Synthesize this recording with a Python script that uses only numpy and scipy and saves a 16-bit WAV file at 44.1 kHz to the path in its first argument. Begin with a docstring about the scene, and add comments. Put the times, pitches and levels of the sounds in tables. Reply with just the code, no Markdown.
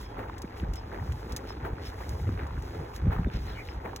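"""A horse trots round a sand arena, heard from the saddle on a camera worn by the rider.
Each hoof beat thuds and crunches in the sand below, and loose sand hisses after it.
Gusts buffet the microphone's two spaced ports; close by, the tack knocks, clicks and squeaks.
Behind it all are the steady rush of open air and a distant bird."""
import sys
import numpy as np
from scipy import signal
from scipy.fft import rfft, irfft
from scipy.io import wavfile
from scipy.ndimage import uniform_filter1d

SR = 44100
rng = np.random.default_rng(int(sys.argv[2]) if len(sys.argv) > 2 else 0)


def wav_out(sig):
    """Save sig, one row per channel (or a flat mono array), as 16-bit PCM at SR to the path in sys.argv[1]."""
    wavfile.write(sys.argv[1], SR, np.round(np.clip(np.atleast_2d(sig).T, -1, 1) * 32767).astype(np.int16))


N = 176400
TIME_S = np.arange(N) / SR
BIN_HZ = np.arange(N // 2 + 1) * SR / N


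def undb(db):
    """Decibels to gain."""
    return 10 ** (np.asarray(db) / 20)


def unit(x):
    """Scale to rms 1."""
    return x / np.sqrt(np.mean(x ** 2))


def per_bin(points):
    """A table over log frequency, read at every bin."""
    hz, value = np.array(points).T
    return np.interp(np.log(BIN_HZ + 1), np.log(hz), value)


def colour(x, spectrum):
    """Filter by (freq_hz, gain_db) points, keeping the power of white noise."""
    return irfft(rfft(x) * unit(undb(per_bin(spectrum))), N)


def wander(rate_hz):
    """Smooth random drift with a spread near 1."""
    hold = max(int(SR / rate_hz), 1)
    steps = np.repeat(rng.standard_normal(N // hold + 1), hold)
    return 1.3 * uniform_filter1d(uniform_filter1d(steps, hold), hold)[:N]


def grains(per_s, spread_db):
    """Three rows of tiny random impacts of uneven size."""
    size = undb(spread_db * np.minimum(rng.exponential(size=(3, N)), 4))
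    hits = rng.random((3, N)) < per_s / SR
    return unit(hits * size * rng.choice([-1, 1], (3, N)))


def swell(at, half_s):
    """Bell-shaped envelope around a moment."""
    return np.exp(-np.minimum(((TIME_S - at) / half_s) ** 2, 50))


def strike(at, attack_s, decay_s):
    """Envelope that swells up to a moment, then dies away."""
    age = TIME_S - at
    return np.exp(-np.minimum(np.where(age < 0, (age / attack_s) ** 2, age / decay_s), 50))


def whistle(at, hz, glide_hz_per_s, half_s, waver_hz):
    """A brief gliding tone of unsteady pitch."""
    pitch = hz + glide_hz_per_s * (TIME_S - at) + waver_hz * wander(600)
    return swell(at, half_s) * np.sqrt(2) * np.sin(2 * np.pi * np.cumsum(pitch) / SR)


def tap(at, hz, peak_s, fall, rough):
    """A short damped ring whose pitch drops towards hz, with optional grit."""
    age = np.arange(int(10 * peak_s * SR)) / SR
    pitch = hz * (1 + fall * np.exp(-age / peak_s))
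    grit = unit(uniform_filter1d(uniform_filter1d(rng.standard_normal(len(age)), 9), 6))
    envelope = age / peak_s * np.exp(1 - age / peak_s)
    ring = (np.sin(2 * np.pi * np.cumsum(pitch) / SR) + rough * grit) * envelope
    return np.pad(ring, (int(at * SR), N))[:N]


def eddies(spectrum, evenness=0.11):
    """Turbulent pressure with its random swells partly evened out."""
    pressure = colour(rng.standard_normal(N), spectrum)
    power = uniform_filter1d(abs(signal.hilbert(pressure)) ** 2, size=900)
    return unit(pressure / power ** (evenness / 2))


# Gusts right on the microphone: centre_s, rumble_db, slap_db, half_length_s
WIND_GUSTS = [(.637,-29,-46,0.022),(0.702,-27.5,-47,0.037),(1.018,-33,-37,0.019),(1.111,-30.5,-39,0.05),(1.338,-31,-39,0.012),(1.633,-31.5,-46.5,0.017),(1.732,-28,-38,0.0069),
              (1.874,-41.5,-74,0.24),(2.127,-31,-45.5,0.063),(2.286,-26.5,-39.5,0.08),(2.443,-31,-61,0.035),(2.579,-34,-46,0.075),(2.799,-35,-41.5,0.032),
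              (3.078,-19.5,-29,0.044),(3.198,-23,-32,0.032),(3.271,-25,-34,0.024),(3.365,-30,-31,0.021),(3.446,-32.5,-50,0.1),(3.777,-37,-43.5,0.018)]
# Low buffeting: freq_hz, gain_db
RUMBLE_SPECTRUM = [(20,-58),(32,-17.5),(46,1.5),(62,3),(74,0.5),(115,-5),(160,-15),(220,-24.5),(330,-30.5),(600,-88.5)]
# Small eddies slapping the microphone: freq_hz, gain_db
SLAP_SPECTRUM = [(40,-13),(80,3),(150,19),(300,-7.5),(450,-8.5),(800,-45),(2500,-75)]

def wind(breeze_db=-42):
    """A breeze rumbles on the microphone; gusts add to it and slap with smaller, brighter eddies."""
    gust_power = sum((undb(db) * swell(at, half)) ** 2 for at, db, _, half in WIND_GUSTS)
    rumble = np.sqrt(undb(breeze_db) ** 2 + gust_power)
    slaps = sum(undb(db) * swell(at, half) for at, _, db, half in WIND_GUSTS)
    return rumble * eddies(RUMBLE_SPECTRUM) + slaps * eddies(SLAP_SPECTRUM)


def stride_db(dip_db=3.5, lag_s=0.015):
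    """A level that peaks just after each hoof beat and sinks between beats."""
    beats = np.array([row[0] for row in HOOF_BEATS])
    gap = np.min(abs(TIME_S - lag_s - beats[:, None]), axis=0)
    return -dip_db * np.minimum(2 * gap / np.mean(np.diff(beats)), 1) ** 2


# Open air all round the arena: freq_hz, gain_db
AIR_SPECTRUM = [(100,-9),(250,2.5),(450,2.5),(630,-3.5),(850,-2.5),(1200,-9.5),(2000,-14.5),(2800,-23.5),(4300,-24.5),(7000,-42),(16000,-97)]

def open_air(level_db=-45, drift_db=1.0, flicker_db=1.9):
    """A slightly gritty rush whose octaves swell together with the stride and flicker separately."""
    source = rfft(colour(grains(per_s=3500, spread_db=7), AIR_SPECTRUM))
    shared_db = stride_db() + drift_db * wander(15)
    octave = np.log2(np.maximum(BIN_HZ, 125) / 125)
    rush = 0
    for k in range(8):
        band = irfft(source * np.maximum(1 - abs(octave - k), 0), N)
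        rush += band * undb(shared_db + flicker_db * wander(27.47))
    return undb(level_db) * unit(rush)


# Cloth near the microphone and loose sand below: centre_s, level_db, half_length_s
RUSTLE_SWISHES = [(0.024,-54.5,0.025),(0.588,-60,0.028),(1.07,-65.5,0.088),(1.277,-67,0.22),(1.873,-57,0.026),(2.107,-59,0.2),(2.737,-63,0.18),(2.961,-53,0.021),(3.434,-61.5,0.047),(3.605,-64,0.12)]
# Their hiss: freq_hz, gain_db
RUSTLE_SPECTRUM = [(1500,7.5),(3000,10.5),(5200,13),(7000,6.5),(9000,1),(12000,5.5),(16000,3)]

def sand_and_cloth(floor_db=-66.5, flicker_db=1.5):
    """Fine sand and cloth rustle throughout, swelling with each swish."""
    strength = undb(floor_db) + sum(undb(db) * swell(at, half) for at, db, half in RUSTLE_SWISHES)
    rustle = grains(per_s=8300, spread_db=1.5) * strength
    return colour(rustle * undb(flicker_db * wander(57)), RUSTLE_SPECTRUM)


# A bird, far off: centre_s, level_db, pitch_hz, glide_hz_per_s, half_length_s
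BIRD_NOTES = [(0.061,-66,3287,-1500,0.099),(3.278,-63,3560,-4,0.017),(3.474,-53,4070,19995,0.0078),(3.497,-51,4000,-20000,0.0089),(3.529,-57,3500,35004,0.022),(3.559,-55,3000,-12000,0.013),(3.59,-42,2230,-3000,.028)]

def bird(direct_gain=0.5, echo_decay_s=0.012):
    """A distant bird whistles and twitters, blurred by echoes from the trees."""
    song = sum(undb(db) * whistle(at, hz, glide, half, waver_hz=110)
               for at, db, hz, glide, half in BIRD_NOTES)
    echoes = unit(rng.standard_normal((2, N)) * np.exp(-TIME_S / echo_decay_s)) / np.sqrt(N)
    return direct_gain * song + signal.fftconvolve(song[None], echoes, axes=1)[:, :N]


# Tack squeaking within arm's reach: centre_s, tone_db, rub_db
TACK_SQUEAKS = [(.06,-59,-58),(.78,-51,-53),(1.503,-50,-49),(1.865,-49,-47),(3.36,-57,-47),(3.50,-60,-51),(3.70,-55,-50)]
# The scrape round each squeak: freq_hz, gain_db
RUB_SPECTRUM = [(1500,18),(3000,15),(4200,15.5),(5500,9.5),(8000,-3.5),(16000,-3.5)]

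def tack_squeaks():
    """A fitting gives a thin, falling squeak inside a scrape of rubbing."""
    rubbing = sum(undb(db) * strike(at, attack_s=0.044, decay_s=0.044) for at, _, db in TACK_SQUEAKS)
    sound = colour(rubbing * grains(per_s=2300, spread_db=6), RUB_SPECTRUM)
    for at, db, _ in TACK_SQUEAKS:
        sound[0] += undb(db) * whistle(at, hz=5270, glide_hz_per_s=-6000, half_s=0.017, waver_hz=130)
    return sound


# Dull knocks of leather and thrown clods, close by: start_s, peak_db, final_pitch_hz
DULL_KNOCKS = [(.170,-36,910),(.192,-36,1330),(.237,-38,900),(.297,-33,770),(.572,-46,1740),(0.599,-39,1910),(1.025,-36,785),(1.121,-37,1970),(1.505,-32,665),
               (1.649,-30,1000),(1.782,-37.5,995),(1.818,-45,1270),(2.291,-32.5,800),(2.375,-34,970),(2.393,-35.5,1530),(2.466,-36,860),(2.507,-36,810),(2.568,-43,1190),(3.108,-35,830),
               (3.129,-39,850),(3.163,-33,840),(3.186,-33,716),(3.232,-35,880),(3.246,-34,1300),(3.30,-39,1430),(3.687,-37,1690),(3.932,-34,720)]
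# Saddle leather creaking under the rider: start_s, length_s, peak_db
SADDLE_CREAKS = [(0.919,.05,-41),(1.601,.055,-43.5),(2.401,.06,-40.5),(3.105,.045,-50)]

def leather_and_clods(slips_per_s=120, slip_hz=1200, scatter_db=1.2, detune_octaves=0.1):
    """Lone knocks and creaking runs of slips, each scattered in level and pitch at either port."""
    slips = [(at + (k + 0.1 * rng.standard_normal()) / slips_per_s, db, slip_hz)
             for at, length, db in SADDLE_CREAKS for k in range(int(length * slips_per_s))]
    sides = np.zeros((2, N))
    for side in sides:
        for at, db, hz in DULL_KNOCKS + slips:
            gain = undb(db + scatter_db * rng.standard_normal())
            pitch = hz * 2 ** rng.normal(0, detune_octaves)
            side += gain * tap(at, pitch, peak_s=0.0011, fall=1.2, rough=0.25)
    return sides


def crumble(strength, per_s=300, spread_db=3.6, decay_cycles=3):
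    """Crumbs of packed sand break: each rings for a few cycles at its own pitch."""
    age = np.arange(700) / SR
    crumbs = np.zeros(N + len(age))
    for when, pitch, chance in rng.random((int(per_s * N / SR), 3)):
        start, hz = int(when * N), 500 * 2 ** (2.5 * pitch)
        gain = strength[start] * undb(spread_db * min(-np.log(chance), 4)) * hz
        ring = np.sin(2 * np.pi * hz * age) * np.exp(-age * hz / decay_cycles)
        crumbs[start:start + len(age)] += gain * ring
    return unit(crumbs[:N]) * np.sqrt(np.mean(strength ** 2))


# Hooves landing below the rider: peak_s, relative_thud_db, relative_crunch_db, decay_s
HOOF_BEATS = [(.19,-38.5,-43,0.075),(0.569,-51,-56,0.15),(0.936,-43.5,-46.5,0.071),(1.307,-63,-44,0.041),(1.659,-38,-37.5,0.026),(2.018,-45,-41.5,0.014),
              (2.39,-43.5,-47.5,0.089),(2.762,-57,-56,0.27),(3.131,-48,-36.5,0.038),(3.481,-58.5,-45,0.071),(3.86,-39.5,-41.5,0.045)]
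# The thud in the arena floor: freq_hz, gain_db
THUD_SPECTRUM = [(100,-24),(200,-11),(300,-9),(430,-5),(600,-10),(1000,-14),(3000,-52)]
# Sand scuffing and breaking: freq_hz, gain_db
CRUNCH_SPECTRUM = [(250,1.5),(550,-9.5),(850,6),(1200,-2),(1900,-5),(2700,-14),(4200,-20),(8000,-34),(16000,-21)]

def hooves(attack_s=0.018, thud_gain_db=2, scuff_gain_db=-3, crumb_db=-49):
    """Each beat is a soft thud, a scuff of fine sand and a crunch of breaking crumbs."""
    weight = sum(undb(db) * strike(at, attack_s, decay) for at, db, _, decay in HOOF_BEATS)
    crunch = sum(undb(db) * strike(at, attack_s, decay) for at, _, db, decay in HOOF_BEATS)
    trickle = undb(-48.5)  # crumbs keep breaking between beats
    crumbs = colour(np.array([crumble(crunch + trickle) for _ in range(3)]), CRUNCH_SPECTRUM)
    scuff = colour(crunch * grains(per_s=1700, spread_db=-3.5), CRUNCH_SPECTRUM)
    thud = colour(weight * rng.standard_normal((3, N)), THUD_SPECTRUM)
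    return undb(thud_gain_db) * thud + undb(scuff_gain_db) * scuff + undb(crumb_db) * unit(crumbs)


# Buckles and rings near the microphone: time_s, tick_db, rattle_db
BUCKLE_CLICKS = [(.382,-30,-46),(.420,-29,-42),(.736,-29,-43),(.757,-29,-43),(1.123,-44,-46),(1.323,-37,-41),(1.3647,-22,-30),
                 (2.0935,-20,-47),(2.47,-37,-54),(2.6237,-30,-52),(2.962,-40,-42),(3.9623,-19,-38)]
# Their bright metal: freq_hz, gain_db
BUCKLE_SPECTRUM = [(1200,1),(2800,8),(6000,11.5),(9000,3.5),(12000,1),(16000,2)]

def buckles():
    """Metal fittings meet in one sharp tick, then rattle for a few milliseconds."""
    rattle = sum(undb(db) * strike(at, attack_s=0.001, decay_s=0.006) for at, _, db in BUCKLE_CLICKS)
    impacts = rattle * grains(per_s=4400, spread_db=1)
    for at, db, _ in BUCKLE_CLICKS:
        impacts[0, int(at * SR)] += undb(db)
    return colour(impacts, BUCKLE_SPECTRUM)


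# Single eddies right on the microphone: start_s, peak_db, final_pitch_hz
EDDY_THUMPS = [(.44,-28.5,133.6),(0.629,-26,100),(2.289,-26,130),(3.068,-21,105.5),(3.191,-24,70),(3.268,-26,133.7)]

def wind_thumps():
    """Each eddy bursts on the microphone as a low thump of falling pitch."""
    return sum(undb(db) * tap(at, hz, peak_s=0.005, fall=3, rough=0) for at, db, hz in EDDY_THUMPS)


# How alike the two microphone ports sound: freq_hz, shared_power_fraction
PORT_LIKENESS = [(420,1),(560,0.067),(900,0.18),(1600,0.64),(3000,0.34),(4300,0.99)]
# Phase by which the left side leads the right, thinning their sum at some frequencies: freq_hz, lead_rad
SIDE_PHASE = [(20,0),(450,0),(700,-2.9),(1120,-2.2),(1550,.3),(4050,2.2),(6900,6.28),(11100,12.57),(16500,20.4)]

def microphone_ports(rows):
    """Three rows (shared, left only, right only) turned into left and right, the shared part shifted in phase
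    between the sides."""
    likeness = np.clip(per_bin(PORT_LIKENESS), 0, 1)
    lead = np.interp(BIN_HZ, *np.array(SIDE_PHASE).T)
    spectra = rfft(rows)
    shared = np.sqrt(likeness) * spectra[0] * np.exp(1j * np.outer([1, 0], lead))
    return irfft(shared + np.sqrt(1 - likeness) * spectra[1:], N)


def scene():
    """From the saddle: wind is the same on both sides; horse and arena reach the ports apart."""
    mix = wind() + wind_thumps() + bird() + leather_and_clods()
    return mix + microphone_ports(hooves() + buckles() + tack_squeaks() + sand_and_cloth() + open_air())


def record(dry):
    """The rider's camera cuts the top treble steeply."""
    cutoff_hz = 15900
    return signal.sosfilt(signal.ellip(10, 0.2, 70, cutoff_hz, fs=SR, output="sos"), dry)


dry = scene()
out = record(dry)
wav_out(out)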